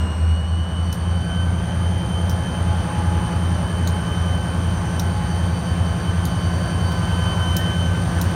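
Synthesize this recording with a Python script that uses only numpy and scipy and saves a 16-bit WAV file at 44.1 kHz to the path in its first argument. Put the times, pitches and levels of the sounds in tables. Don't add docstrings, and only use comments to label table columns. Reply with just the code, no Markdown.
import sys
import numpy as np
from scipy import signal
from scipy.fft import irfft
from scipy.io import wavfile

SR = 44100
rng = np.random.default_rng(int(sys.argv[2]) if len(sys.argv) > 2 else 0)


def store_wav(level_fs):
    pcm = np.round(np.clip(np.atleast_2d(level_fs), -1, 1) * 32767)
    wavfile.write(sys.argv[1], SR, pcm.T.astype(np.int16))


N = 368229

# time in seconds, speed in rpm.
LEAD_CRANK_SPEED = [(0, 593.0), (0.5, 610.7), (1, 628.0), (1.3, 636.3), (1.6, 641.5), (1.9, 643.6),
                    (2.3, 642.1), (2.8, 639.2), (3.5, 637.7), (4.5, 637.3), (5.5, 636.5), (6.5, 636.7),
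                    (7.5, 636.9), (8.35, 636.9)]
TRAIL_CRANK_SPEED = [(0.0, 621.9), (0.35, 630.2), (0.7, 646.6), (1.0, 654.4), (1.3, 657.8), (1.7, 661.4),
                     (2.2, 660.2), (2.8, 657.4), (3.5, 657.7), (4.2, 655.8), (5.0, 657.1), (5.8, 655.6),
                     (6.6, 660.1), (7.3, 660.0), (8.35, 654.9)]
# time in seconds, effort in dB.
ENGINE_EFFORT = [(0.0, -32.5), (0.49, -36.5), (1.0, -34), (2.81, -30.5), (6.14, -31.5), (7.56, -29.5),
                 (7.93, -30.5), (8.35, -29)]
LEAD_START_RPM, LEAD_RUN_RPM = 593, 637


def from_db(db):
    return np.exp(np.asarray(db) * (np.log(10) / 20))


def rms_one(x):
    return x / np.sqrt(np.mean(x ** 2) + 1e-20)


def in_time(rows):
    s, *columns = np.transpose(rows)
    return [np.interp(np.arange(N) / SR, s, column) for column in columns]


def drift(rate_hz):
    step = 40
    r = np.exp(-2 * np.pi * rate_hz * step / SR)
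    noise = rng.standard_normal(N // step + 2002)
    slow = signal.lfilter([1], [1, -2 * r, r * r], noise)[2000:]
    return np.interp(np.arange(N) / step, np.arange(len(slow)), rms_one(slow))


def coloured_noise(spectrum, patchy_db):
    hz, level_db = np.transpose(spectrum)
    edges = 20 * 2 ** np.arange(0, 9.8, .25)
    white, out = rng.standard_normal((2, N)), np.zeros(N)
    for k, (low, high) in enumerate(zip(edges, edges[1:])):
        if high > hz[0] and low < hz[-1]:
            band_filter = signal.butter(2, [low, high], "band", fs=SR, output="sos")
            band = signal.sosfilt(band_filter, white[k % 2])
            band_db = np.interp(np.log(low * high) / 2, np.log(hz), level_db)
            out += band * from_db(band_db + patchy_db * drift(5.6))
    return rms_one(out)


def tone(cycles, level_db, flutter, rate_hz):
    angle = 2 * np.pi * cycles
    in_step = (1 + flutter * drift(rate_hz)) * np.cos(angle)
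    out_of_step = flutter * drift(rate_hz) * np.sin(angle)
    return from_db(level_db) * (in_step + out_of_step) / np.sqrt(.5 + flutter ** 2)


def crank_turns(rpm_curve):
    return np.cumsum(in_time(rpm_curve)[0]) / (60 * SR)


def load(share):
    effort_db, = in_time(ENGINE_EFFORT)
    return from_db(share * (effort_db - np.median(effort_db)))


def approach(level_db, db_per_s):
    midway_s = 4.2
    return level_db + db_per_s * (np.arange(N) / SR - midway_s)


def engines(lead, trail):
    # multiple of crank speed, level in dB
    # at the lead's running speed before the stack's boom, gain from throttling up in dB, approach in dB per second.
    lead_main = [(5, -45.5, 13, 0.3), (6, -38.5, 16, 0), (7, -34.5, 1, 0), (8, -25.5, 1.5, -0.73),
                 (9, -34.5, 18, 1.8), (11, -31, 23, 0.16), (14, -37.5, 2, 0.8), (16, -28.5, 10, 0.41),
                 (17, -34, 7, 0), (18, -38, 0, -0.4), (20, -54, -17.5, 0)]
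    trail_main = [(8, -27, 1, 0.091)]
    # multiple of crank speed, level at median effort in dB.
    lead_weak = [(4, -75), (10, -42.5), (12, -46.5), (13, -42.5), (15, -41), (19, -66), (21, -46),
                 (22, -47.5), (23, -51.5), (25, -48.5), (30, -50), (36, -52.5), (40, -53), (44, -58.5),
                 (49, -53.5)]
    trail_weak = [(5, -52), (6, -40), (7, -45), (9, -36), (10, -36.5), (11, -43.5), (16, -56), (17, -46),
                  (21, -70), (27, -62)]
    strong = exhaust(lead, strong_notes(LEAD_CRANK_SPEED, lead_main), flutter=.06)
    strong += exhaust(trail, strong_notes(TRAIL_CRANK_SPEED, trail_main), flutter=.06)
    weak = exhaust(lead, lead_weak, flutter=.18) + exhaust(trail, trail_weak, flutter=.3) + clatter(lead)
    return strong + weak * load(share=1.0)


STACK_HZ, STACK_WIDTH_HZ, STACK_DB = 80.5, 0.67, 9


def strong_notes(rpm_curve, notes):
    rpm, = in_time(rpm_curve)
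    below_running = np.maximum(LEAD_RUN_RPM - rpm, 0) / (LEAD_RUN_RPM - LEAD_START_RPM)
    levels = []
    for order, level_db, throttle_db, db_per_s in notes:
        hz = order * rpm / 60
        boom_db = STACK_DB / (1 + ((hz - STACK_HZ) / STACK_WIDTH_HZ) ** 2)
        levels.append((order, approach(level_db, db_per_s) - throttle_db * below_running + boom_db))
    return levels


def exhaust(turns, orders, flutter):
    out, cylinders = np.zeros(N), 16
    for order, level_db in orders:
        below = cylinders - order
        smear = .041 * below ** 2 - .0008 * below ** 3
        stack_shift = .25 * (order * LEAD_RUN_RPM / 60 < STACK_HZ)
        out += tone(order * turns + smear - stack_shift, level_db, flutter, rate_hz=1.5)
    return out


def clatter(turns, level_db=-43.5, centre_hz=540, octaves=0.83):
    size = 4096
    hz = np.arange(1, size // 2 + 1) * turns[-1] * SR / N
    strength = np.exp(-(np.log2(hz / centre_hz) / octaves) ** 2) * rng.rayleigh(1, len(hz))
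    phases = np.exp(2j * np.pi * rng.random(len(hz)))
    one_turn = irfft(np.append(0, strength * phases))
    return from_db(level_db) * rms_one(np.interp(turns, np.arange(size) / size, one_turn, period=1))


def blowers(lead, trail):
    # time in seconds, level in dB.
    first_level = [(0, -51), (0.85, -58), (1.35, -38.5), (2.0, -49), (2.8, -42.5), (3.55, -49),
                   (3.95, -41.5), (4.9, -41), (5.4, -47.5), (7.55, -35.5), (8.35, -40.5)]
    # time in seconds, level in dB.
    second_level = [(0, -44), (0.5, -41.5), (1.1, -54.5), (1.3, -39), (1.6, -52), (2.15, -39), (2.6, -56),
                    (3.85, -48), (4.05, -41), (4.5, -39.5), (4.62, -59), (5.55, -49), (5.8, -43),
                    (6.25, -53), (7.0, -42), (7.3, -32.5), (7.85, -35), (8.1, -55)]
    # time in seconds, level in dB.
    third_level = [(0, -61.5), (1.2, -52.5), (1.6, -61), (4.9, -57.5), (5.15, -51), (7.2, -47.5),
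                   (7.6, -59), (8.35, -52)]
    # level midway in dB, approach in dB per second.
    fourth_level = (-57, 1.0)
    lobes_per_turn = 144.27
    lobes = lobes_per_turn * lead
    first = tone(lobes, in_time(first_level)[0] - 1.3, flutter=0.15, rate_hz=5.8)
    second = tone(2 * lobes, in_time(second_level)[0], flutter=.15, rate_hz=22)
    angle = 2 * np.pi * 2 * lobes
    echoes = from_db(-47) * (drift(9) * np.cos(angle) + drift(9) * np.sin(angle))
    third = tone(3 * lobes, in_time(third_level)[0], flutter=0.39, rate_hz=11)
    fourth = tone(4 * lobes, approach(*fourth_level), flutter=0.69, rate_hz=18)
    trail_whine = tone(2 * lobes_per_turn * trail, -51, flutter=1.0, rate_hz=7.5)
    return first + second + echoes + third + fourth + trail_whine


def fans_and_gears(lead):
    # time in seconds, level in dB.
    fan_level = [(0, -52), (2.35, -42), (2.75, -34), (3.5, -39.5), (4.5, -43.5), (5.2, -39.5), (5.9, -48),
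                 (8.35, -47)]
    second_fan_level = [(0, -59), (2.8, -72), (4.0, -51), (5.3, -67), (6.4, -48), (7.35, -38.5),
                        (8.0, -56.5)]
    generator_level = [(0, -46), (2.2, -58), (3.0, -47), (5.0, -45), (6.8, -43), (8.35, -51)]
    # multiple of crank speed, level at median effort in dB.
    gear_tones = [(31.75, -45.5), (47.6, -51), (63.43, -48.5), (113, -47.5), (158.05, -52), (282.5, -50.5),
                  (554.6, -60), (565, -63), (721.4, -75)]
    fan = tone(79.1 * lead, in_time(fan_level)[0], flutter=.45, rate_hz=12)
    second_fan = tone(95.24 * lead, in_time(second_fan_level)[0], flutter=0.24, rate_hz=8.4)
    generator = tone(100.8 * lead, in_time(generator_level)[0], flutter=0.12, rate_hz=7.6)
    gears = sum(tone(ratio * lead, db, flutter=0.8, rate_hz=7.6) for ratio, db in gear_tones)
    return fan + second_fan + generator + load(share=0.58) * gears


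def drain_valve(rise_s=0.0018, open_s=0.00069, close_t60=0.024, tail_db=-10.5, tail_t60=0.13):
    # start in seconds, strength in dB before a trim of -7 dB, nozzle ring in Hz,
    # strength of the ring in dB against the spray.
    spits = [(0.9263, -21.5, 6100, -11), (2.2948, -19.5, 5600, -3), (3.8732, -18.5, 6470, -3),
             (4.995, -18.5, 5770, -1), (6.252, -19.5, 6760, -8), (6.9182, -27, 5540, 0),
             (7.5657, -12, 5540, -9), (8.213, -15, 6250, -13)]
    # frequency in Hz, relative level in dB per Hz.
    spray_colour = [(2000, -25), (4000, 4.5), (5000, -3), (6200, 6.5), (8000, -10.5), (10500, -2.5),
                    (13000, 0.5), (15500, -5)]
    out, spray = np.zeros(N), coloured_noise(spray_colour, patchy_db=3.5)
    for s, strength_db, ring_hz, ring_db in spits:
        start = round(s * SR)
        stop = min(start + SR, N)
        age = np.arange(stop - start) / SR
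        jet = from_db(-60 * np.maximum(age - open_s, 0) / close_t60)
        scatter = from_db(tail_db - 60 * age / tail_t60)
        envelope = from_db(strength_db - 7) * np.minimum(age / rise_s, 1) * np.hypot(jet, scatter)
        ring = from_db(ring_db) * nozzle_ring(ring_hz)[:len(age)]
        out[start:stop] += envelope * (spray[start:stop] + ring)
    return out * from_db(1.3 * drift(130))


def nozzle_ring(hz, width_hz=600):
    r = np.exp(-np.pi * width_hz / SR)
    poles = [1, -2 * r * np.cos(2 * np.pi * hz / SR), r * r]
    return rms_one(signal.lfilter([1, 0, -1], poles, rng.standard_normal(SR)))


def squeak():
    # time in seconds, pitch in Hz, level in dB.
    glide = [(7.54, 1745, -70), (7.58, 1785, -39), (7.64, 1874, -43), (7.69, 1830, -48), (7.73, 1820, -72)]
    hz, level_db = in_time(glide)
    sounding = level_db > min(level_db[0], level_db[-1]) + 1
    return tone(np.cumsum(hz) / SR, level_db, flutter=.4, rate_hz=30) * sounding


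def air(lead):
    # frequency in Hz, relative level in dB per Hz.
    rumble_colour = [(22, -27), (35, -20), (50, 5), (70, 6.5), (100, 4.5), (130, -7), (180, 0.5),
                     (260, -8.5), (400, -35)]
    roar_colour = [(150, 4.5), (250, 4), (400, 0), (650, 2), (1000, -0.5), (1400, -3), (1650, -4.5),
                   (1900, -10.5), (2500, -13), (3500, -19), (5000, -38)]
    hiss_colour = [(2000, 4.5), (3300, 2), (4500, 6), (5000, -16.5), (5700, 6), (6100, -8.5), (6800, -2),
                   (7600, 2.5), (9500, -31), (10400, -11.5), (11500, -9), (15500, -15)]
    rumble_level = (-3, 0.067)
    roar_level = (-0.75, 0.02)
    hiss_level = (-16, 0.53)
    whistle_level = (-16.0, -0.05)
    # multiple of crank speed, width in Hz, level in dB within the whistle layer.
    whistle_bands = [(843.5, 244, 1.5), (579, 320, -10), (432, 160, -9)]
    rumble = from_db(approach(*rumble_level)) * coloured_noise(rumble_colour, patchy_db=2.1)
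    roar = from_db(approach(*roar_level)) * coloured_noise(roar_colour, patchy_db=1.24)
    hiss = from_db(approach(*hiss_level)) * coloured_noise(hiss_colour, patchy_db=.3)
    bands = sum(from_db(db) * turbine_whistle(lead, ratio, width_hz) for ratio, width_hz, db in whistle_bands)
    whistles = from_db(approach(*whistle_level)) * bands
    return from_db(in_time(ENGINE_EFFORT)[0]) * (rumble + roar + hiss + whistles)


def turbine_whistle(turns, ratio, width_hz):
    r = np.exp(-2 * np.pi * width_hz / SR)
    a, b = signal.lfilter([1], [1, -2 * r, r * r], rng.standard_normal((2, N)))
    angle = 2 * np.pi * ratio * turns
    return rms_one(a * np.cos(angle) + b * np.sin(angle))


def scene():
    lead, trail = crank_turns(LEAD_CRANK_SPEED), crank_turns(TRAIL_CRANK_SPEED)
    machinery = engines(lead, trail) + blowers(lead, trail) + fans_and_gears(lead)
    return (machinery + drain_valve() + squeak() + air(lead))[None]


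def record(dry):
    return signal.sosfilt(signal.ellip(10, .2, 80, 15900, fs=SR, output="sos"), dry)


dry = scene()
out = record(dry)
store_wav(out)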